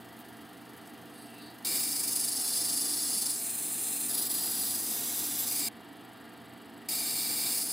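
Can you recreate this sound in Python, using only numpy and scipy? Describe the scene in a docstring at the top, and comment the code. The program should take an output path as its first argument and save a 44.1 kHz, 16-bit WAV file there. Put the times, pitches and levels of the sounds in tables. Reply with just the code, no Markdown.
"""In a workshop, a stone on a stick is ground twice against a wet diamond wheel, close to the microphone.
The motor hums in its housing and the shaking housing rumbles, louder while the stone loads the wheel.
Fine spray hisses throughout; drops flick off before the first pass, and the rim swishes after it.
The stone hisses softly on the water film, then grit scratches ring stone, wheel and hood.
In bouts the grinding throbs once a turn, as the stone bounces on the wheel's high spot."""
import sys
import numpy as np
from scipy import signal
from scipy.fft import rfft, irfft, next_fast_len
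from scipy.io import wavfile

SR = 44100
rng = np.random.default_rng(int(sys.argv[2]) if len(sys.argv) > 2 else 0)


def int16_out(signal):
    """Quantize to a 16-bit WAV file."""
    q = np.round(np.clip(np.atleast_2d(signal).T, -1, 1) * 32767)
    wavfile.write(sys.argv[1], SR, q.astype(np.int16))


N = 340452
T = np.arange(N) / SR
SIZE = next_fast_len(N)
HZ = np.fft.rfftfreq(SIZE, 1 / SR)


def amp(db):
    """Decibels to gain."""
    return 10 ** (np.asarray(db) / 20)


def unit(x):
    """Scales to an rms of 1."""
    return x / np.sqrt(np.mean(x ** 2) + 1e-20)


def curves(rows):
    """Each column of a table as a curve over time."""
    s, *columns = np.transpose(rows)
    return [np.interp(T, s, c) for c in columns]


def spectrum(points):
    """Gain at every frequency, drawn through (frequency [Hz], level [dB]) points."""
    hz, db = np.transpose(points)
    return amp(np.interp(np.log(HZ + 1), np.log(hz), db))


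def resonances(modes, floor_db=-80):
    """Gain of a set of resonances whose powers add; each is 6 dB down at its half width."""
    power = amp(floor_db) ** 2
    for hz, half_width, db in modes:
        power = power + (amp(db) / (1 + ((HZ - hz) / half_width) ** 2)) ** 2
    return np.sqrt(power)


def below(hz, order):
    """Gain of a low-pass."""
    return 1 / np.sqrt(1 + (HZ / hz) ** (2 * order))


def above(hz, order):
    """Gain of the high-pass that complements the low-pass in power."""
    return np.sqrt(1 - below(hz, order) ** 2)


def colour(x, gain):
    """Filters x and brings it to an rms of 1."""
    return unit(irfft(rfft(x, SIZE) * gain, SIZE)[..., :N])


def noise():
    """Two unrelated noises: one for the middle, one for the stereo side."""
    return rng.standard_normal((2, N))


def wander(hz):
    """Slow chance up to the given rate, at an rms of 1."""
    return colour(rng.standard_normal(N), below(hz, order=3))


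def arch(s, length):
    """A smooth rise and fall from 0 to 1 and back, centred on s."""
    return np.cos(np.pi * np.clip((T - s) / length, -.5, .5)) ** 2


def grains(per_s, spread_db):
    """Random tiny impacts, a few much larger than the rest."""
    size = amp(spread_db * np.minimum(rng.exponential(1, N), 4))
    struck = rng.random(N) < per_s / SR
    return unit(rng.choice([-1., 1.], (2, N)) * size * struck)


def hood(x, wet, decay_s, count=40):
    """The metal hood returns a cluster of quick reflections."""
    delay = rng.uniform(.001, .025, count)  # seconds
    size = np.exp(-delay / decay_s) * rng.choice([-1., 1.], count)
    taps = np.zeros(SR // 30)
    taps[(delay * SR).astype(int)] = wet * size / np.linalg.norm(size)
    taps[0] = 1  # direct sound
    return unit(signal.oaconvolve(x, taps[None], axes=1)[:, :N])


WHEEL_HZ = 24.7  # turns per second


def each_turn(place, rise_s, decay_s):
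    """A burst that starts near one place of every turn of the wheel, its timing slightly loose."""
    turns = WHEEL_HZ * T - place + 0.017 * wander(7.4)
    age = turns % 1 / WHEEL_HZ
    return unit((1 - np.exp(-age / rise_s)) * np.exp(-age / decay_s))


# stone on the wheel: (start [s], end [s])
PASSES = [(1.647, 5.685), (6.885, 7.8)]


def contact(rise_s=0.0026, release_s=0.0009):
    """1 while the stone touches the wheel, falling to 0 when it is lifted."""
    touch = 0
    for on, off in PASSES:
        attack = np.clip((T - on) / rise_s, 0, 1)
        touch = touch + attack * np.exp(-np.maximum(T - off, 0) / release_s)
    return touch


# how hard the hand presses the stone on: (time [s], grinding level [dB])
PRESSURE = [(1.76, -34), (1.9, -36.5), (2.2, -35), (2.58, -32), (2.98, -32.5), (3.25, -33), (3.5, -37),
            (3.95, -34.5), (4.6, -34), (4.95, -37.5), (5.52, -37), (5.64, -34.5), (6.98, -34.8),
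            (7.08, -35.5), (7.5, -34), (7.65, -36.5)]
# the grip eases for a moment: (centre time [s], length [s], level change [dB])
EASES = [(3.382, 0.24, -3.5), (4.08, 0.059, -3.5), (4.282, 0.05, -6), (4.81, 0.3, -1.5)]


def pressure_db():
    """Grinding level: the hand's slow pressure, with its brief easings."""
    return curves(PRESSURE)[0] + sum(db * arch(s, length) for s, length, db in EASES)


# the stone is rolled from spot to spot: (time [s], spot [index])
SPOTS = [(1.72, 0), (2.3, 1), (3.27, 1), (3.48, 2), (4.08, 2), (4.1, 3), (4.7, 3), (4.95, 4), (5.45, 4),
         (5.64, 0), (7.48, 0), (7.85, 1)]


def spot_shares():
    """How much of the contact each spot of the stone has as it is rolled, shape (spots, N)."""
    one_hot = np.eye(len(SPOT_DB))
    return np.array(curves([(s, *one_hot[spot]) for s, spot in SPOTS]))


# what each spot of the stone excites, relative to the grinding level, one row a spot:
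# (low ring [dB], rasp [dB], bite [dB], fizz [dB], first core mode [dB], second core mode [dB], rumble [dB])
SPOT_DB = [(-15, -12, -6, -6, -13.5, -22, -13.5), (-27, -13.5, -9.5, -10, -30, -25, -17.5),
           (-20.5, -17, -17, -6, -21, -14, -18.5), (-27, -14, -9.5, -5, -25, -22, -13.5),
           (-20.5, -11, -9, -3, -10, -6, -11.5)]


def excitation_db():
    """Level of each thing that the stone excites: the pressure, weighted by the spot that touches."""
    return pressure_db() + np.transpose(SPOT_DB) @ spot_shares()


# resonances of the machine's housing: (frequency [Hz], half width [Hz], relative level [dB])
HOUSING = [(90, 10.6, -11), (123, 30, -12), (183.6, 11.3, -4), (238, 27, -0.5), (289, 27, 2),
           (335, 21, -3.5), (412, 44, -6), (491.4, 18, -6.5), (690.4, 12.4, -4), (753, 69, -10),
           (824, 216, -10.5), (1263, 370, -14), (1617, 47, -12), (1905, 180, -12), (2510, 170, -19.5),
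           (2796, 98, -16.5), (3120, 390, -17), (3810, 340, -22), (4490, 460, -22)]
# motor and bearing tones, before a shared -1.5 dB trim: (frequency [Hz], level [dB])
TONES = [(123.8, -63.5), (179, -67.5), (226.1, -59.5), (301.5, -61.5), (425.3, -72), (484.5, -72),
         (662.1, -65.5), (702, -68), (762, -67.5), (931.3, -72.5), (1179, -68), (1292, -70.5),
         (1410, -69.5), (1631, -73.5), (1750, -68), (1803, -73), (1927, -76), (2300, -72)]
IDLE_DB = -50.5  # rumble of the machine running free


def machine():
    """Bearings and belt shake the housing, more under load; the motor adds wavering tones."""
    load = amp(excitation_db()[-1]) * contact()
    rumble = np.hypot(amp(IDLE_DB), load)
    band = below(5460, order=10) * above(40, order=2) ** 2
    shake = colour(noise(), resonances(HOUSING, floor_db=-31) * band)
    tones = 0
    for hz, db in TONES:
        turns = hz * T + np.cumsum(1.63 * wander(5.47)) / SR  # pitch strays by 1.63 Hz rms
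        sine = np.sqrt(2) * np.sin(2 * np.pi * (turns + rng.random()))
        tones = tones + amp(db + 1.8 * wander(5.5)) * sine
    return rumble * shake + amp(-1.5) * tones * np.array([[1], [0]])  # tones in the middle only


# colour of the water spray: (frequency [Hz], relative level per Hz [dB])
SPRAY = [(500, -35), (4000, -8), (5000, -3), (5750, -5), (6500, -3), (7250, -6), (7800, -1), (10000, 0),
         (12600, 1), (14000, -2), (15800, -5)]
# colour of the wet rim's swish: (frequency [Hz], relative level per Hz [dB])
SWISH = [(1500, -30), (5700, -14), (6800, -8), (7250, -13), (7700, 4), (8400, -6), (9200, -1), (10200, -5),
         (11200, 0), (12000, -4), (12600, 1), (13500, -5), (14700, -11), (15600, -9)]
# drops flicked against the hood: (time [s], level at the start [dB], centre frequency [Hz])
DROPS = [(.19, -48, 13000), (.202, -50, 13000), (.286, -55, 12000), (.766, -52, 13000), (.778, -52, 11000),
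         (.873, -47, 9800), (.898, -54, 12500), (1.585, -53, 11500)]
WET_DB, WIPED_DB = -60, -67.5  # spray of the dripping wheel, and once the stone has wiped it
SWISH_DB = -65.8


def water():
    """The wheel throws fine spray and a few larger drops; its wet rim swishes once a turn."""
    wet_db = np.interp(T, PASSES[0], [WET_DB, WIPED_DB])  # wiped gradually over the first pass
    droplets = hood(grains(per_s=5000, spread_db=1.0), wet=0.19, decay_s=0.0073)
    droplets = droplets * amp(0.44 * wander(45))
    fling = unit(1.1 + each_turn(place=.05, rise_s=.003, decay_s=.011))
    spray = colour(droplets, spectrum(SPRAY)) * fling * amp(wet_db)
    sweep = each_turn(place=.36, rise_s=.002, decay_s=.011)
    swish = colour(noise(), spectrum(SWISH)) * sweep * amp(SWISH_DB)
    drops = 0
    for s, db, hz in DROPS:
        splash = (T > s) * np.exp(-abs(T - s) / 0.0053)
        drops = drops + amp(db) * splash * colour(noise(), resonances([(hz, 3500, 0)]))
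    after_first_pass = T > PASSES[0][1]
    return spray + swish * after_first_pass + drops


# resonances as the stone skims the water film: (frequency [Hz], half width [Hz], relative level [dB])
FILM = [(2750, 110, 2), (3900, 260, -2), (4600, 260, 0), (8450, 200, -3), (10450, 220, -2),
        (12400, 220, -9), (14400, 260, -15)]
# light touches on the film:
# (centre time [s], length [s], level [dB], centre frequency [Hz], spread [octaves])
TOUCHES = [(1.21, 0.24, -56, 10000, 1.0), (1.33, 0.69, -61.5, 7300, 0.57), (1.37, 0.31, -58, 2400, .2),
           (1.45, 0.25, -54, 4200, .25)]


def skim():
    """A soft hollow hiss at each light touch, as the stone nears the wheel and parts its film of water."""
    film, octave = resonances(FILM), np.log2(HZ + 1)
    hiss = 0
    for s, length, db, hz, spread in TOUCHES:
        focus = np.exp(-.5 * ((octave - np.log2(hz)) / spread) ** 2)
        hiss = hiss + amp(db) * arch(s, length) * colour(noise(), film * focus)
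    return hiss


# borders of low ring, rasp, bite, main hiss and fizz: (frequency [Hz])
REGISTERS = [2050, 2700, 4400, 5900, 11500, 17000]
# resonances of stone, stick and wheel; levels count within a register:
# (frequency [Hz], half width [Hz], then level when ground on spot 0, 1, 2, 3, 4 of the stone [dB])
BODY = [(2368, 230, -13, -30, -28, -27, -27), (3726, 390, -9.5, -14.5, -11, -9, -8),
        (4110, 280, -24, -31, -12, -19, -22), (4250, 87, -10, -6.5, -19, -7.5, -20),
        (4793, 206, -3, 1, -17, -3, -10.5), (5055, 56, -4, -1.5, -12, -8, -6),
        (5320, 270, -13, -2, -19, -11.5, -14), (5890, 380, -21, -18, -22, -13, -11),
        (6350, 197, -12, -8, -11, -20, -16), (6910, 260, -12, -14.5, -13, -13, -12),
        (7710, 460, -9.5, -4, -6, -9, -11.5), (8000, 240, -12, -5.5, -6, -4, -8),
        (8590, 190, -2, -9, -6, -16, -7.5), (9090, 300, -3.5, -1.5, -0.5, -5, -7),
        (9664, 216, -4.5, 3.5, 1.5, -1.5, -9), (10210, 87, -6, 2.5, -2, -6, -1),
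        (10640, 240, -4.5, -1.5, -9, -1, -7), (11000, 330, -11, -4, -7.5, -5, -3.5),
        (11740, 260, -5.5, -5, -11, -4, -13), (12350, 380, 3, -8, -17, 1.5, -10),
        (12900, 300, -6, -1, -11, 2, -2), (13250, 280, 0, -5, -12, -10, -10),
        (13400, 330, -2, -11, -6, 0, -1), (14100, 230, -4, -7, -15, -8, -10),
        (14470, 710, 10, -5, -9, 13, 2), (15000, 270, 12, 4, -4, -3, -2),
        (15644, 213, -7, -25, -16, -15, -17)]
# the wheel's steel core sings: (frequency [Hz], half width [Hz])
CORE = [(7487, 12), (11899, 9)]
# bouts in which the stone bounces on the wheel's high spot:
# (centre time [s], length [s], depth either way [dB], place on the wheel [turns])
BOUNCES = [(2.164, 1, 2.9, -0.46), (2.752, 1, 1.9, -.56), (3.25, 0.27, 3.5, -.59), (3.55, 0.33, 1.5, -0.58),
           (3.98, 0.22, 2.4, 0.0033), (4.21, 0.54, 3.2, -0.4), (4.8, 0.28, 2, -.45),
           (5.447, 0.47, 1.8, -0.31), (7.65, .25, 1.7, -0.27)]
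ROLL_RASP_DB = -4.5  # drop of the rasp half-way between two spots


def grind():
    """Grit scratches under a bouncing, chattering force ring the body; each spot has its own ring and echoes."""
    ring_db, rasp_db, bite_db, fizz_db, *core_db, _ = excitation_db()
    shares = spot_shares()
    rolling = 2 * (1 - (shares ** 2).sum(axis=0))  # 1 half-way between two spots

    throb_db = 0
    for s, length, db, place in BOUNCES:
        throb_db = throb_db + db * arch(s, length) * np.cos(2 * np.pi * (WHEEL_HZ * T + place))
    chatter_db = 0.19 * wander(5.8) + 0.56 * wander(50) + 1.0 * wander(580)
    scratches = unit(grains(per_s=16000, spread_db=3.0) * amp(throb_db + chatter_db))

    modes = np.array(BODY)
    hz, half_width = modes[:, 0], modes[:, 1]
    bands = [below(hi, order=20) * above(lo, order=20) for lo, hi in zip(REGISTERS, REGISTERS[1:])]
    gains = amp([ring_db, rasp_db + ROLL_RASP_DB * rolling, bite_db, pressure_db(), fizz_db])
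    out = 0
    for share, mode_db in zip(shares, modes.T[2:]):
        body = resonances(zip(hz, half_width, mode_db), floor_db=-25.5)
        ringing = rfft(hood(scratches, wet=0.77, decay_s=0.011), SIZE) * body
        for gain, band in zip(gains, bands):
            out = out + np.sqrt(share) * gain * unit(irfft(ringing * band, SIZE)[:, :N])
    for (core_hz, core_width), db in zip(CORE, core_db):
        out = out + amp(db) * colour(scratches, resonances([(core_hz, core_width, 0)]))
    return out * contact()


# stereo width of grinding, water and skim: (frequency [Hz], side level [dB])
WIDTH = [(2000, -80), (7500, -74), (9000, -72), (10500, -57), (12000, -7.5), (13500, -16.5), (15800, 0)]
# stereo width of the machine's rumble: (frequency [Hz], side level [dB])
MACHINE_WIDTH = [(30, -4), (80, -7), (160, -18), (300, -19), (480, -4.5), (700, -13.5), (1400, -14.5),
                 (2200, -32), (3200, -38), (4200, -45)]
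# stereo balance: (frequency [Hz], left minus right [dB])
LEAN = [(60, .4), (120, -1), (240, -2.3), (480, -1.8), (950, -.3), (1900, 0), (9000, 0), (15000, .8)]
# phase lead of the left channel: (frequency [Hz], phase [radians])
LEAD = [(0, -0.56), (260, -0.34), (1380, -0.0), (11500, 0.0), (12800, 0.073), (13500, 0.1), (14000, -0.56),
        (14300, -0.1), (14600, -0.7), (15000, -0.8), (15200, -0.0), (16500, -0.2)]


def scene():
    """All sources in stereo: nearly mono in the middle range, wider in the bass and top treble."""
    near = rfft(grind() + water() + skim(), SIZE)
    far = rfft(machine(), SIZE)
    mid = near[0] + far[0]
    lead = np.interp(HZ, *np.transpose(LEAD))
    lean = np.sqrt(spectrum(LEAN))
    width = near[1] * spectrum(WIDTH) + far[1] * spectrum(MACHINE_WIDTH)
    side = width + 1j * np.tan(lead / 2) * mid  # turns the phase of left and right apart
    return irfft(np.array([mid * lean + side, mid / lean - side]), SIZE)[:, :N]


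# dips in the microphone's response: (frequency [Hz], half width [Hz], level change [dB])
DIPS = [(2550, 40, -6), (5720, 70, -8), (7260, 90, -3)]
EDGE_HZ = 15800  # upper band limit


def record(dry):
    """The microphone's narrow dips, then the band limit."""
    response = amp(sum(db / (1 + ((HZ - hz) / half_width) ** 2) for hz, half_width, db in DIPS))
    heard = irfft(rfft(dry, SIZE) * response, SIZE)[:, :N]
    low_pass = signal.firwin(801, EDGE_HZ, window=("kaiser", 9), fs=SR)
    return signal.oaconvolve(heard, low_pass[None], "same")


dry = scene()
out = record(dry)
int16_out(out)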